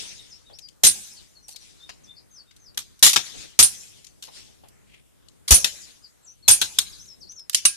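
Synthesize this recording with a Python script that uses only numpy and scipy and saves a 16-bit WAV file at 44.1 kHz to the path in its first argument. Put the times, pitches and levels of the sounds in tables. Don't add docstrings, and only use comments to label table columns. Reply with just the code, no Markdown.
import sys
import numpy as np
from scipy import signal
from scipy.fft import rfft, irfft
from scipy.io import wavfile
from scipy.ndimage import map_coordinates

SR = 44100
rng = np.random.default_rng(int(sys.argv[2]) if len(sys.argv) > 2 else 0)


def pcm_store(signal):
    levels = np.round(np.clip(np.atleast_2d(signal), -1, 1) * 32767)
    wavfile.write(sys.argv[1], SR, levels.astype(np.int16).T)


N = 342216
TIME = np.arange(SR) / SR

# (time [s], blast level [dB], slide shuts after [s], slide level [dB],
# steel ring level [dB], gas gust level [dB])
PISTOL_ROUNDS = [(0.8343, -3, 0.032, -12.5, -4, -35.5), (3.59, -2, .036, -12.5, -2.5, -36),
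                 (5.507, -0.5, .036, -18, -4, -8.5), (6.4794, -2, 0.031, -19.5, -2.5, -43.5)]
# (time [s], steel ring level [dB])
SLIDE_DROP = (7.653, -7.5)
# (time [s], level [dB], tilt [dB per octave], echo level [dB], echo's time to fall 60 dB [s])
FAR_CRACKS = [(1.482, -39.5, 4.5, -51, 1.15), (4.224, -37.5, -1, -44.5, .58)]
# (frequency [Hz], level [dB])
METAL_COLOUR = [(60, -26), (450, -27), (900, -23), (1700, -16.5), (3000, -4.5), (5200, -1.5), (7000, -3.5),
                (10000, -8), (14500, -18)]
# (frequency [Hz], level [dB])
THUD_COLOUR = [(100, -14.5), (450, -3), (800, 2.5), (1200, -17.5), (1600, -19.5), (3000, -11.5),
               (12000, -41.5)]


def pistol(ripple_db):
    # (frequency [Hz], level [dB])
    blast_colour = [(30, -26.5), (60, -4.5), (200, -12.5), (550, -20.5), (850, -12), (1400, -18),
                    (2300, -11.5), (3300, -7.5), (4800, -8.5), (6300, -1.5), (8000, -5), (11000, -7.5),
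                    (14500, -15.5)]
    out = np.zeros((2, N))
    for s, blast_db, cycle_s, slide_db, _, _ in PISTOL_ROUNDS:
        blast = burst(blast_colour, .16, rise_s=.0015, ragged_db=2.1, ripple_db=ripple_db)
        add(out, s, amp(blast_db) * blast)
        muzzle_pop = burst(THUD_COLOUR, .04)
        add(out, s, amp(blast_db - 15) * muzzle_pop)
        slide_stop = burst(METAL_COLOUR, .065, ripple_db=ripple_db)
        add(out, s + .65 * cycle_s, amp(slide_db - 3.5) * slide_stop)
        slide_slam = burst(METAL_COLOUR, .11, ripple_db=ripple_db)
        add(out, s + cycle_s, amp(slide_db) * slide_slam)
    return out


def close_up():
    out = np.zeros((2, N))
    for s, _, cycle_s, _, ring_db, gust_db in PISTOL_ROUNDS:
        add(out, s, amp(gust_db) * gust())
        add(out, s + cycle_s, amp(ring_db) * ring())
    drop_s, drop_db = SLIDE_DROP
    add(out, drop_s, amp(drop_db) * ring())
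    return out


def ring(spread=.35):
    # (frequency [Hz], level [dB], time to fall 60 dB [s])
    steel_modes = [(1616, -37, 0.19), (4195, -24.5, 0.16), (4845, -21.5, .1), (6500, -23, .12),
                   (7900, -24, .1), (8590, 0, 0.12), (8759, -18, 0.089), (9340, -8, 0.089),
                   (9490, -2, 0.11), (9720, -14, 0.12), (9785, -9.5, 0.1), (9760, -5.5, 0.15),
                   (11570, -16.5, 0.14)]
    shared_phase = rng.random((len(steel_modes), 1, 1))
    phases = shared_phase + spread * rng.uniform(-1, 1, (len(steel_modes), 2, 1))
    modes = 0
    for (hz, db, t60), phase in zip(steel_modes, phases):
        modes = modes + amp(db - 60 * TIME / t60) * np.sin(2 * np.pi * (hz * TIME + phase))
    return modes * (1 - np.exp(-TIME / .0016))


def gust(hz=62, crest_s=.019, width_s=.0099, edge=.27):
    left_right_delay = np.array([[.0012], [0]])
    turn = 2 * np.pi * hz * (TIME - crest_s - left_right_delay)
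    swing = -np.cos(turn) + edge * np.sin(2 * turn) * np.exp(-TIME / .032)
    hump = (1 - np.exp(-TIME / .003)) / (1 + ((TIME - crest_s) / width_s) ** 4)
    return pan(-6.5) * swing * hump


def spring(hz=1626, db=-45, t60=.81):
    out = np.zeros((2, N))
    note = np.sin(2 * np.pi * hz * TIME) * (1 - np.exp(-TIME / .039))
    add(out, SLIDE_DROP[0], amp(db - 60 * TIME / t60) * note)
    return out


def neighbours(ripple_db):
    # (time [s], level [dB], time to
    # fall 60 dB [s], tilt [dB per octave], left-right [dB])
    shots = [(2.7738, -20, 0.089, 0, -2), (3.0266, -1, .2, 1, 2), (3.064, -6, .12, 0.5, -1.5),
             (3.1594, -7.5, .075, -3, 3), (5.478, -22, 0.14, 1, -1), (5.6438, -10, 0.071, -0.5, 2.5),
             (6.6144, -11, 0.087, -1, -0.5), (6.625, -18, 0.026, -2, 0), (6.786, -3.5, 0.033, 0.85, -1)]
    # (frequency [Hz], level [dB])
    report_colour = [(40, -18.5), (200, -13), (450, -18.5), (850, -11.5), (1500, -10.5), (2500, -6.5),
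                     (3700, 2.5), (4500, -2.5), (6000, -2), (8000, -4), (11000, -7.5), (14500, -16.5)]
    out = np.zeros((2, N))
    for s, db, t60, tilt_db, side_db in shots:
        report = burst(report_colour, t60, tilt_db, ripple_db=ripple_db, ripple_hz=170.3)
        add(out, s, amp(db) * pan(side_db) * report)
    return out


def handling(ripple_db):
    # (time [s], level [dB], time to fall 60 dB [s], tilt [dB per octave], left-right [dB])
    clacks = [(1.892, -33.5, .07, -8, 1.5), (2.51, -51, .057, -5.5, 6), (3.1318, -12, 0.057, -1.5, -3),
              (7.496, -20.5, 0.023, 0.5, -3.5), (7.53, -30, .065, -1.5, -9), (7.546, -4, 0.037, .5, -1.5),
              (7.652, -7.5, 0.066, -2, -3.5)]
    # (time [s], level [dB], left-right [dB])
    clicks = [(.587, -36, 7), (.686, -48, 14), (1.56, -34, 14), (2.564, -45, 0), (2.745, -47, 1.5),
              (2.992, -41, -3.5), (4.044, -40, 8), (4.067, -43, 14), (4.684, -49, -9), (5.285, -51, 13),
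              (7.057, -48, 0), (7.319, -46, 0), (7.394, -44.5, -1)]
    # (time [s], level [dB], time to fall 60 dB [s])
    jolts = [(7.547, -42, 0.1), (7.654, -39.5, .16)]
    # (frequency [Hz], level [dB])
    jolt_colour = [(25, -6), (60, 1), (130, -1), (300, -8), (700, -24), (2000, -45), (12000, -70)]
    out = np.zeros((2, N))
    for s, db, t60, tilt_db, side_db in clacks:
        clack = burst(METAL_COLOUR, t60, tilt_db, ripple_db=ripple_db, ripple_hz=169.7)
        add(out, s, amp(db) * pan(side_db) * clack)
    for s, db, side_db in clicks:
        click = burst(METAL_COLOUR, t60=.04, tilt_db=2, ripple_db=ripple_db)
        add(out, s, amp(db) * pan(side_db) * click)
    for s, db, t60 in jolts:
        add(out, s, amp(db) * burst(jolt_colour, t60, rise_s=.0017))
    return out


def scuff(grain_db=3):
    # (time at its height [s], half width [s], level [dB])
    s, width_s, db = (4.94, .038, -54.5)
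    # (frequency [Hz], level [dB])
    cloth_colour = [(300, -23), (1400, -17), (2200, 1), (3100, 0), (4300, -12.5), (8000, -16), (14000, -30)]
    hump = np.exp(-.5 * ((np.arange(N) / SR - s) / width_s) ** 2)
    return amp(db + grain_db * wander(N, 300)) * noise(cloth_colour, N) * hump


def finch(leaves_db=-3, leaves_t60=.12):
    # (time [s], names of the syllables, pitch factor, level [dB])
    song = [(.165, "low", .88, -49), (.275, "scoop", .91, -46), (.45, "low", .85, -53),
            (.518, "rise hook", .9, -45.5), (1.08, "rise fall", .86, -46), (1.35, "low tip", 1.0, -51),
            (1.52, "low tip", 1.0, -48), (1.79, "hold warble", 0.99, -47.5), (2.03, "fall", 1.1, -53),
            (2.065, "hold warble", 0.98, -47.5), (2.3, "slur", 0.99, -45), (2.46, "hold", 1.03, -58),
            (2.59, "slur", .99, -49), (5.815, "droop", .99, -46), (6.022, "droop", 1.0, -47),
            (6.228, "scoop", 1.01, -43.5), (6.422, "low", 0.99, -46),
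            (6.912, "fall rise hook", 0.99, -42.5), (7.202, "fall rise hook", 0.99, -42)]
    gap_s = .019
    out = np.zeros((2, N))
    for s, phrase, factor, db in song:
        for name in phrase.split():
            whistle = syllable(name, factor)
            add(out, s, amp(db) * whistle)
            s = s + len(whistle) / SR + gap_s
    hits = (rng.random((2, SR)) < 500 / SR) * (TIME > .006)
    leaves = rng.standard_normal((2, SR)) * hits * amp(-60 * TIME / leaves_t60)
    leaves = leaves / np.linalg.norm(leaves, axis=1, keepdims=True)
    return out + amp(leaves_db) * signal.fftconvolve(out, leaves, axes=1)[:, :N]


def syllable(name, factor, waver=.012, flutter_db=3.5, swell_db=7):
    syllables = {"fall": (.045, [6500, 5400, 4600, 4150], .45), "droop": (.05, [4900, 5000, 4600, 3950],
                 .55), "rise": (.063, [4080, 5470, 6200, 6450], .6),
                 "hook": (.078, [7400, 5700, 5380, 5200], .65),
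                 "scoop": (.1, [7600, 7600, 6200, 5600, 5950, 6350], .72), "low": (.055, [4450, 4300, 4100],
                 .5), "tip": (.05, [6050, 5750, 5650], .5), "hold": (.07, [3540, 3620, 3720], 0.72),
                 "warble": (.048, [4200, 5200, 4400, 5150, 4600, 3750], .55),
                 "slur": (.115, [6400, 6350, 5910, 4890, 4430], .75)}
    length_s, pitches, loudest = syllables[name]
    u = np.linspace(0, 1, round(length_s * SR))
    steps = [u * (len(pitches) - 1)]
    glide = map_coordinates(np.array(pitches, float), steps, order=2, mode="nearest")
    hz = factor * glide * (1 + waver * wander(SR, 100)[:len(u)])
    flutter = flutter_db * wander(SR, 350)[:len(u)]
    level = amp(flutter - 2 * swell_db * abs(u - loudest))
    soft_ends = abs(np.sin(np.pi * u)) ** .5
    return level * soft_ends * np.sin(2 * np.pi * np.cumsum(hz) / SR)


def downrange():
    # (time [s], level [dB], time to fall 60 dB [s])
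    impacts = [(.495, -52, 0.32), (1.485, -50.5, 0.14), (1.545, -53, 0.088), (4.235, -57, .2),
               (4.277, -43.5, 0.094), (4.475, -54, 0.16), (4.635, -46.5, 0.16)]
    out = np.zeros((2, N))
    for s, db, tilt_db, _, _ in FAR_CRACKS:
        add(out, s, amp(db) * burst(METAL_COLOUR, .23, tilt_db))
    for s, db, t60 in impacts:
        add(out, s, amp(db) * burst(THUD_COLOUR, t60, rise_s=.0025))
    return out


def hills():
    # (time of the shot [s], echo level [dB])
    rifle_echo = (3.0265, -41.5)
    # (level [dB], time to fall 60 dB [s])
    roll_db, roll_t60 = (-36.5, .95)
    # (frequency [Hz], level [dB])
    hills_colour = [(60, -1), (300, -4.5), (1200, -18.5), (2200, -7.5), (3700, -2.5), (6000, -2.5),
                    (9000, -8), (14000, -28.5)]
    slope_delay_s, slope_rise_s, slope_t60 = .405, .085, .36
    slope_db = -52.5
    treeline_delay_s, treeline_rise_s = .15, .032
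    reports = [(s, blast_db + slope_db) for s, blast_db, *_ in PISTOL_ROUNDS] + [rifle_echo]
    slope = sum(swell(s + slope_delay_s, db, slope_rise_s, slope_t60) for s, db in reports)
    treeline = sum(swell(s + treeline_delay_s, db, treeline_rise_s, t60)
                   for s, _, _, db, t60 in FAR_CRACKS)
    roll = amp(roll_db - 60 * np.arange(N) / SR / roll_t60) ** 2
    slope_noise = noise(hills_colour, N, tilt_db=-2)
    return slope_noise * np.sqrt(slope) + noise(hills_colour, N) * np.sqrt(treeline + roll)


def swell(s, db, rise_s, t60):
    t = np.arange(N) / SR - s
    build_up = np.exp(-(np.minimum(t, 0) / rise_s) ** 2)
    return amp(db - 60 * np.maximum(t, 0) / t60) ** 2 * build_up


def field(x, wet_db=-15):
    # (time after the sound [s], level [dB])
    scatter = [(0, 3), (.025, 2), (.06, -11), (.12, -16.5), (.25, -25), (.4, -37), (.6, -48), (1, -62.5)]
    # (frequency [Hz], level [dB])
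    field_colour = [(40, -1.5), (200, -2), (800, -6), (1600, -0.5), (3500, -4), (6500, 0.5), (10000, -5),
                    (14500, -7)]
    fading = amp(np.interp(TIME, *np.transpose(scatter)))
    tail = noise(field_colour) * fading * (1 - np.exp(-TIME / .0029))
    tail = tail / np.linalg.norm(tail[0])
    return amp(wet_db) * signal.fftconvolve(x, tail, axes=1)[:, :N]


def patchy(x, depth_db, patch_hz=500, patch_s=.03):
    hz, t, spectrum = signal.stft(x, SR, nperseg=512)
    where = np.meshgrid(hz / patch_hz, t / patch_s, indexing="ij")
    chance = rng.standard_normal(spectrum.shape[1:])
    patches = map_coordinates(chance, where, order=1, mode="mirror")
    _, uneven = signal.istft(spectrum * amp(depth_db * patches), SR, nperseg=512)
    return uneven[:, :x.shape[1]]


def air(level_db=-58, swell_db=.84):
    # (frequency [Hz], level [dB])
    air_colour = [(15, -22), (35, -5.5), (55, 1), (90, -2.5), (130, -4), (350, -10.5), (900, -21),
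                  (2300, -26), (4700, -29.5), (8700, -26.5), (14000, -35)]
    slow_level = amp(level_db + swell_db * wander(N, 10000))
    return slow_level * patchy(noise(air_colour, N), 3.3, patch_hz=700, patch_s=.086)


def burst(colour, t60, tilt_db=0, rise_s=.0007, ragged_db=2.5, ripple_db=2, ripple_hz=85):
    t = TIME[:SR // 2]
    resonances = amp(ripple_db * wander(len(t) // 2 + 1, ripple_hz * t[-1]))
    x = irfft(rfft(noise(colour, len(t), tilt_db)) * resonances, len(t))
    fading = amp(ragged_db * wander(len(t), 70) - 60 * t / t60)
    return x / x.std() * (1 - np.exp(-t / rise_s)) * fading


def noise(colour, size=SR, tilt_db=0):
    # (frequency [Hz], likeness [-1 opposed to 1 same])
    likeness = [(60, -0.83), (300, -0.86), (700, -0.6), (1400, 0.1), (3000, -0.01), (14000, 0)]
    hz = np.fft.rfftfreq(size, 1 / SR)
    a, b = rfft(rng.standard_normal((2, size)))
    same = np.clip(read(likeness, hz), -1, 1)
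    right = same * a + np.sqrt(1 - same ** 2) * b
    tilt = tilt_db * np.log2(np.clip(hz, 700, None))
    x = irfft(np.array([a, right]) * amp(read(colour, hz) + tilt), size)
    return x / x.std()


def wander(size, span):
    knots = rng.standard_normal(size // 2 + 4)
    path = map_coordinates(knots, [np.arange(size) / max(span, 2)], order=1)
    return np.clip(path * 1.3, -2.5, 2.5)


def amp(db):
    return 10 ** (np.asarray(db) / 20)


def pan(db):
    return amp(np.array([[db], [-db]]) / 2)


def read(points, hz):
    f, value = np.transpose(points)
    return np.interp(np.log(hz + 1), np.log(f + 1), value)


def add(mix, s, sound):
    part = mix[:, max(round(s * SR), 0):][:, :sound.shape[-1]]
    part += sound[..., :part.shape[1]]


def scene():
    near = pistol(ripple_db=2.5) + neighbours(ripple_db=3.5) + handling(ripple_db=4)
    radiated = pistol(0) + neighbours(0) + handling(0)
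    close = close_up()
    far = field(radiated + amp(-11) * close) + downrange() + hills()
    return near + close + spring() + scuff() + patchy(far, 3.9) + finch() + air()


def record(dry, ceiling=.83):
    # (frequency [Hz], left-right [dB])
    balance = [(60, 1), (250, 3), (700, 3.5), (1500, 2), (4200, 7), (7500, 4), (10000, -8.5), (14000, -6)]
    lean_db = read(balance, np.fft.rfftfreq(N, 1 / SR))
    ported = irfft(rfft(dry) * amp(np.array([lean_db, -lean_db]) / 2), N)
    clipped = ported / (1 + (ported / ceiling) ** 4) ** (1 / 4)
    edge_hz = 14450
    lowpass = signal.firwin(401, edge_hz, window=("kaiser", 8), fs=SR)
    return signal.oaconvolve(clipped, lowpass[None], "same")


dry = scene()
out = record(dry)
pcm_store(out)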